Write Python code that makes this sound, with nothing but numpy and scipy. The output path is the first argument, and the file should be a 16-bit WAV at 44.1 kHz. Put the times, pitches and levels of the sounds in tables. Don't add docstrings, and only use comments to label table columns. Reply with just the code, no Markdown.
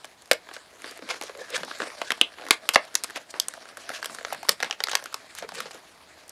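import sys
import numpy as np
from scipy import signal
from scipy.fft import rfft, irfft
from scipy.io import wavfile
from scipy.ndimage import uniform_filter1d

SR = 44100
rng = np.random.default_rng(int(sys.argv[2]) if len(sys.argv) > 2 else 0)


def unload_audio(sound):
    columns = np.transpose(np.atleast_2d(sound))
    steps = np.round(np.clip(columns, -1, 1) * 32767)
    wavfile.write(sys.argv[1], SR, steps.astype(np.int16))


def elevation(decibels):
    levels = np.asarray(decibels, float)
    return 10 ** (levels / 20)


N = 278271
TIME = np.arange(N) / SR

# lowest_hz, highest_hz, ring_t60_s, gain_db
BOX_PARTS = [
    (254.4, 1900, 0.038, 1),
    (1090, 4480, 0.029, -2.5),
    (4360, 12000, 0.019, -1.5),
]
# lowest_hz, highest_hz, ring_t60_s, gain_db
TRAY_PARTS = [
    (420, 1900, 0.03, 0),
    (1090, 5600, 0.022, -1.5),
    (4800, 13500, 0.019, -1),
]
# centre_hz, width_hz, level_db
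BOX_MODES = [(520, 150, -12), (640, 120, 22), (1270, 67, -10.5), (1640, 270, 13.5), (2350, 180, -10)]
# start_s, card_db, film_over_card_db, clear_ring_hz, clear_ring_peak_db
FLAP_SNAPS = [(0.045, -24.5, -1, 684, -37), (0.313, 1.5, -3.5, 584, -10), (0.319, -17, 4.5, 2120, -20),
              (0.332, -19.5, 8, 640, -49), (1.09, -26, 0, 1970, -27), (1.213, -16.5, -2, 685, -38),
              (1.223, -19.5, -3, 1670, -34), (1.633, -19.5, -12, 555, -28.5),
              (1.802, -22, -20, 1410, -16.5), (1.819, -16, -14, 1430, -19.5),
              (2.016, -14, -9.5, 615, -24.5), (2.105, -10, -5.5, 1770, -14.5),
              (2.119, -12, -1.5, 2950, -15), (2.213, -0.5, -13.5, 2996, 7), (2.508, 2, -1, 2050, -6),
              (2.5085, -30, 1, 1080, -9), (2.69, -5, -1, 2680, -8), (2.737, -21, 6, 4000, -32),
              (2.758, 0, -8, 1250, -5), (2.7595, -35, 1, 640, -6), (2.759, -26, 3, 2080, 1),
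              (2.953, -9.5, 9.5, 6570, -6.5), (3.037, -18, 8, 8000, -23), (3.043, -17.5, 3, 1520, -45),
              (3.16, -21, -4, 2260, -23)]
TRAY_SNAPS = [(3.399, -19, 14, 6100, -9), (3.4, -38, 2, 4100, -8), (3.484, -19.5, 0, 8060, -11.5),
              (3.892, -23, 2, 1570, -21.5), (4.028, -21, -7, 1380, -25), (4.045, -17, -2, 2300, -37),
              (4.058, -16.5, -1, 3600, -37), (4.249, -19, -17, 1900, -24), (4.325, -19.5, -14, 677, -20.5),
              (4.487, -10.5, -17, 2050, -38), (4.492, 0, 1, 5330, -2), (4.603, -18.5, -9.5, 760, -39),
              (4.627, -14, -4, 1670, -14.5), (4.631, -10, -9.5, 1700, -14), (4.645, -18.5, -9, 1560, -41),
              (4.71, -10, -21, 3000, -17), (4.804, -14, -23, 1900, -21.5), (4.838, -11.5, 0, 4500, -11),
              (4.871, -16, -20, 1730, -22), (4.915, -15.5, -4, 1060, -39), (4.932, -17, -12, 2600, -23),
              (4.953, -5, -2, 4800, -6), (5.143, -16.5, -1, 2220, -26), (5.604, -20, 1, 1550, -21.5)]
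# start_s, peak_db, film_over_peak_db, clear_ring_hz
TEAR_TICKS = [(0.194, -52, -1, 1100), (0.221, -38.5, 1, 4160), (0.258, -37, 1, 4240),
              (0.471, -40, -19, 1690), (0.489, -27.5, -20, 1460), (0.513, -29, -22, 1420),
              (0.538, -36, 5, 5030), (0.565, -24.5, -13, 1500), (0.82, -30, 0, 2080),
              (0.843, -20, -18.5, 1500), (0.86, -32.5, -3, 470), (0.911, -34, 5, 430),
              (0.975, -34, 2.5, 2010), (0.991, -32, -12, 414), (1.023, -29, -19.5, 584),
              (1.236, -26, 0, 510), (1.295, -26.5, -17, 487), (1.351, -31, -17, 513), (1.374, -38, 1, 550),
              (1.503, -32, 5, 455), (1.578, -22, -6, 2000), (1.801, -19, -20, 480), (1.141, -27, -12, 1630),
              (1.161, -31, -12, 2800), (1.607, -30, -21, 573), (1.649, -36, 9, 525), (1.681, -27, -12, 745),
              (1.712, -18, -21, 1410), (1.87, -26.5, -17, 515), (1.902, -29, -14, 1580)]
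FOLD_TICKS = [(2.385, -30, -15, 1010), (2.397, -33, -22, 1370), (2.404, -40, -32, 554),
              (2.412, -31, -10, 610), (2.421, -29, -26, 640), (2.438, -34, -32, 660),
              (2.452, -29.5, -9, 664), (2.466, -23, -14, 1650), (2.851, -37, 2, 646),
              (2.863, -48, -15, 720), (3.099, -25, -8, 1530), (3.106, -26, -4, 1530),
              (3.167, -23, -7, 1300), (3.174, -23.5, -6, 645), (3.305, -52, 4, 3460),
              (3.34, -23.5, -26, 1570), (3.538, -27.5, -5.5, 1620), (3.655, -31.5, -10, 1610),
              (3.689, -35, 0, 1520), (3.713, -43, -8, 840), (3.771, -23.5, -3, 1390),
              (3.776, -31.5, -2, 575), (3.902, -24, -16, 646), (3.916, -28, -11, 1820),
              (4.097, -26, -26, 1200), (4.148, -26, 3.5, 1270), (4.186, -25, -14, 1630),
              (4.21, -29, -22, 598)]
TRAY_TICKS = [(4.283, -27, -11, 1570), (4.305, -28, -20, 1470), (4.33, -23, 2, 1600),
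              (4.347, -21.5, -7, 1790), (4.43, -23, -6, 820), (4.451, -29, -11, 1040),
              (4.677, -37, -15, 960), (4.699, -25.5, -9, 725), (4.726, -19, -17, 2500),
              (4.612, -27, -14, 2500), (4.944, -25, -10, 2000), (4.885, -16, -13, 1650),
              (4.971, -24, -10, 2740), (4.993, -29, -12, 1600), (5.025, -28.5, -12, 1570),
              (5.04, -33, 8, 560), (5.058, -21.5, -6, 1400), (5.127, -28, -8, 1270),
              (5.351, -29.5, 6, 1350), (5.386, -23.5, -0.5, 1560), (5.424, -23.5, -22, 573),
              (5.49, -23, -11, 1270), (5.52, -26, -13, 813), (5.657, -28, -20, 520), (5.548, -29, -4, 1200),
              (5.58, -30, -10, 1500), (4.999, -30, -10, 1570), (5.709, -29.5, -10, 1590),
              (5.745, -31, -7, 488), (5.754, -34, -15, 549), (6.28, -47, 12, 4190),
              (6.294, -38.5, 11.5, 8500)]
# start_s, peak_db, film_over_peak_db, clear_ring_hz
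WARNING_TICKS = [(.053, -39, 6.5, 700), (.276, -50, 8, 7660), (1.787, -35, 6, 3510), (2.175, -42, 3, 520),
                 (2.486, -21.5, -3, 1270), (2.475, -28, -19, 1670), (2.731, -38, 0, 2480),
                 (2.943, -28, -2, 1520), (4.229, -36, -3, 2080), (4.466, -47, 11, 640),
                 (4.473, -48, 6, 9000), (4.611, -36, -19, 1270), (4.947, -29, -5, 1350)]
# peak_s, rise_s, fall_s, level_db, centre_hz
SCRAPES = [(.55, .017, .019, -43, 3000), (.86, .04, .1, -48, 4000), (1.103, .011, .016, -28, 2000),
           (1.563, .014, .007, -27, 2800), (2.745, .006, .007, -21, 2600), (3.166, .012, .015, -33, 1600),
           (3.308, .006, .008, -43, 5900), (3.952, .016, .024, -35, 3600), (4.145, .019, .021, -47, 4000),
           (4.899, .0048, .0036, -29.5, 2900), (5.39, .02, .025, -42, 2960), (5.435, .018, .018, -37, 600),
           (5.552, .012, .014, -41, 5500), (1.41, .02, .06, -50, 3000), (2.53, .012, .014, -31, 2000),
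           (4.33, .012, .028, -39, 900), (5.59, .02, .04, -39, 1500), (5.77, .02, .025, -51, 390),
           (3.35, .006, .04, -41, 990), (4.12, .025, .03, -47, 8900), (3.81, .015, .035, -46, 5000),
           (2.08, .03, .02, -44, 3000), (1.25, .02, .04, -44, 2500), (4.51, .008, .018, -33, 5000),
           (1.545, .018, .02, -33, 1200), (1.14, .015, .01, -39, 1800), (1.165, .01, .02, -43, 2200),
           (5.555, .015, .025, -41, 900), (5.67, .015, .02, -43, 1200), (1.585, .01, .025, -39, 800),
           (1.83, .02, .03, -38, 600), (4.65, .015, .02, -38, 1100), (4.925, .03, .02, -38, 1800),
           (5.713, .004, .008, -42, 2500)]
# peak_s, rise_s, fall_s, level_db, centre_hz
SINGING_DRAGS = [(1.105, .02, .02, -37, 520), (1.4, .04, .03, -41, 500), (1.04, .015, .019, -46, 250),
                 (5.44, .04, .04, -55, 170), (4.12, .03, .04, -54, 200), (4.35, .05, .05, -55, 170),
                 (4.5, .01, .03, -48, 170), (4.635, .01, .03, -46, 240), (1.105, .012, .014, -35, 2200),
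                 (1.62, .06, .06, -51, 200), (.885, .025, .022, -50, 4650), (1.44, .05, .05, -48, 1750),
                 (3.955, .03, .03, -43, 1700), (2.08, .02, .015, -44, 1600), (1.83, .04, .04, -49, 300),
                 (1.545, .02, .012, -36, 540), (1.561, .008, .008, -30, 1750),
                 (5.445, .008, .008, -40, 450), (5.58, .04, .04, -48, 500), (5.6, .09, .09, -53, 200)]
# time_s, effort_db, brightness_db
HANDLING = [(0.0, -56, -1), (.42, -58, -1), (.55, -53, -1), (.76, -54, -1), (.86, -50, -2), (1.45, -46, -3),
            (1.6, -41.5, -1), (1.92, -43, 0), (2.2, -49, -3), (2.5, -49, -4), (3.7, -50, -2),
            (3.9, -46, -2), (5.1, -47, -2), (5.25, -51, -1), (5.4, -49, -2), (5.72, -51, -1),
            (5.95, -55, -1), (6.3, -54, -1)]
RUSTLE_DB = [
    -2.5,
    -1.5,
    -2,
]
RUSTLE_TILT = [
    -0.9,
    0.1,
    0.9,
]
# centre_s, half_length_s
LIFTS = [(1.006, .022), (1.35, 0.038), (3.745, 0.02), (4.013, 0.0054), (4.576, 0.022), (0.163, 0.015),
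         (3.263, 0.028), (4.77, .03), (5.47, .012), (2.6, .02)]
# frequency_hz, level_db
AIR_SPECTRUM = [(12, -50.5), (20, -18), (71, -5), (372, -2), (599, -1.5), (690, 2), (1110, -3), (1400, -6),
                (1690, -4.5), (3620, -10.5), (10800, -20), (14700, -45.5), (16500, -60)]
# time_s, over_hum_level_db
HUM_SWELL = [(0, -9), (3.4, -7), (4.2, 3), (4.9, -5), (5.4, 6), (6.3, 4)]


def snaps(table, parts=BOX_PARTS):
    clear_t60_s, clear_q, widest_hz = 0.011, 2.45, 2100
    crack_t60_s, crack_db, click_db = 0.003, 4, 14
    t = np.arange(2048) / SR
    out = np.zeros(N + len(t))
    bodies = [passband(lo, hi, order=3) for lo, hi, _, _ in parts]
    shakes = rng.standard_normal((len(table), 4, len(t)))
    for (s, card_db, film_db, clear_hz, clear_db), shake in zip(table, shakes):
        thud_db = -15 + 0.67 * card_db - 0.46 * max(film_db, -9)
        part_db = thud_db, card_db, card_db + film_db
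        half_hz = min(clear_hz / clear_q, widest_hz) / 2
        clear = passband(clear_hz - half_hz, clear_hz + half_hz, order=3)
        rings = [(clear, clear_t60_s, clear_db)]
        for body, (_, _, t60, gain_db), db in zip(bodies, parts, part_db):
            rings.append((body, t60, gain_db + db))
        i = int(s * SR)
        for (body, t60, db), noise in zip(rings, shake):
            decay = elevation(-60 * t / t60) + elevation(crack_db - 60 * t / crack_t60_s)
            push = noise * decay + elevation(click_db) * (t == 0)
            ring = signal.sosfilt(body, push)
            out[i:i + len(t)] += elevation(db) * ring / np.abs(ring).max()
    return out[:N]


def ticks(table, parts=BOX_PARTS):
    film_from_hz = BOX_PARTS[2][0]
    creases = []
    for s, db, film_db, hz in table:
        clear_db = db - 6 + film_db * (hz > film_from_hz)
        creases.append((s, db - 3.5, film_db + 6, hz, clear_db))
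    return snaps(creases, parts)


def scrapes():
    grit = level(grains(5000, 2.8), 0) + elevation(5) * rng.standard_normal(N)
    grit = band(grit, 110, 7000, order=1) * elevation(2.6 * walk(300))
    out = np.zeros(N)
    drags = [(*row, 3.15) for row in SCRAPES] + [(*row, 0.12) for row in SINGING_DRAGS]
    for s, rise, fall, db, hz, width in drags:
        width_hz = np.clip(width * hz, 110, 8000)
        lo_hz = np.sqrt(hz ** 2 + width_hz ** 2 / 4) - width_hz / 2
        i, j = int((s - 3 * rise) * SR), int((s + 3 * fall) * SR)
        t = TIME[i:j]
        swell = np.exp(-((t - s) / np.where(t < s, rise, fall)) ** 2)
        patch = rng.standard_normal(128) + 6 * (TIME[:128] == 0)
        patch *= elevation(-60 * TIME[:128] / 0.0021)
        drag = band(grit[i:j], lo_hz, lo_hz + width_hz, order=2)
        out[i:j] += swell * level(signal.lfilter(patch, 1, drag), db)
    return out


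def rustle(count=5):
    s, effort_db, bright_db = np.transpose(HANDLING)
    shared = level(grains(400, 2.7), -3.5)
    flicker_db = 2.0 * walk(70) + slack()
    out = 0
    for (lo, hi, _, _), part_db, tilt in zip(BOX_PARTS, RUSTLE_DB, RUSTLE_TILT):
        db = effort_db + part_db + tilt * bright_db
        rub = shared + level(grains(lo / 4, 1.66), 0.61) + rng.standard_normal(N)
        body = sum(elevation(mode_db) * band(rub, hz - w / 2, hz + w / 2, order=1) for hz, w, mode_db in BOX_MODES)
        rub = level(band(rub, 100, 4500, order=1), 0) + level(body, -8)
        edges = np.geomspace(0.91 * lo, hi, count + 1)
        patches = np.zeros(N)
        for k in range(count):
            patches += (-1) ** k * elevation(2.4 * walk(22)) * band(rub, *edges[k:k + 2], order=1)
        out = out + level(patches, 0) * elevation(np.interp(TIME, s, db) - 3.0 + flicker_db)
    return out


def slack():
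    limit_db, loss_per_db, recovery_s = -14.5, -0.09, 0.14
    out = np.zeros(N)
    for s, half_s in LIFTS:
        out += -8 * np.exp(-((TIME - s) / half_s) ** 4)
    for s, card_db, _, _, clear_db in FLAP_SNAPS + TRAY_SNAPS:
        excess_db = max(max(card_db, clear_db) - limit_db, 0)
        out += loss_per_db * excess_db * (TIME > s) * np.exp(-(np.abs(TIME - s) / recovery_s) ** 2)
    return out


def room(x):
    room_db, t60_s, top_t60_s, wall_s = -18.5, 0.13, 0.11, 0.015
    t = np.arange(int(.4 * SR)) / SR
    build = np.where(t < wall_s, elevation(-6.5), 1) * (t > .003)
    low = band(rng.standard_normal(len(t)), 92, 2500, order=1) * elevation(-60 * t / t60_s)
    top = band(rng.standard_normal(len(t)), 2900, 27000, order=1) * elevation(-10.5 - 60 * t / top_t60_s)
    tail = build * (low + top)
    return signal.fftconvolve(x, elevation(room_db) * tail / np.sqrt(np.sum(tail ** 2)))[:N]


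def air():
    air_db, hum_hz, hum_db = -57.5, 78, -78
    hz, db = np.transpose(AIR_SPECTRUM)
    f = np.arange(N // 2 + 1) * SR / N + 1
    tone = irfft(rfft(rng.standard_normal(N)) * elevation(np.interp(np.log(f), np.log(hz), db)), N)
    hum = level(band(rng.standard_normal(N), hum_hz - 6, hum_hz + 6, order=1), hum_db)
    hum *= elevation(np.interp(TIME, *np.transpose(HUM_SWELL)))
    return level(tone, air_db) * elevation(0.14 * walk(2.7)) + hum


def grains(rate, spread_db):
    size = elevation(spread_db * np.minimum(rng.exponential(size=N), 3))
    return (rng.random(N) < rate / SR) * rng.choice([-1, 1], N) * size


def walk(rate):
    k = int(SR / rate)
    held = np.repeat(rng.standard_normal(N // k + 1), k)
    return uniform_filter1d(held, k)[:N] * np.sqrt(1.5)


def level(x, db):
    return x * elevation(db) / np.sqrt(np.mean(x ** 2))


def band(x, lo_hz, hi_hz, order=2):
    return signal.sosfilt(passband(lo_hz, hi_hz, order), x)


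def passband(lo_hz, hi_hz, order):
    return signal.butter(order, [lo_hz, min(hi_hz, .45 * SR)], "bandpass", fs=SR, output="sos")


def scene():
    near = snaps(FLAP_SNAPS) + snaps(TRAY_SNAPS, TRAY_PARTS)
    near += ticks(TEAR_TICKS) + ticks(WARNING_TICKS) + ticks(FOLD_TICKS) + ticks(TRAY_TICKS, TRAY_PARTS)
    near += scrapes()
    hands = band(near + room(near) + rustle(), 153, 11500)
    hands += band(band(near, 200, 3500) * rng.standard_normal(N), 30, 266) * elevation(-16.5)
    return (hands + air())[None]


def low_pass(x):
    return signal.sosfilt(signal.butter(12, 16850, fs=SR, output="sos"), x)


def record(dry):
    hiss = level(band(rng.standard_normal(N), 8000, 15300, order=6), -75.5)
    mix = np.clip(dry + hiss, -1, 1)
    return low_pass(mix)


dry = scene()
out = record(dry)
unload_audio(out)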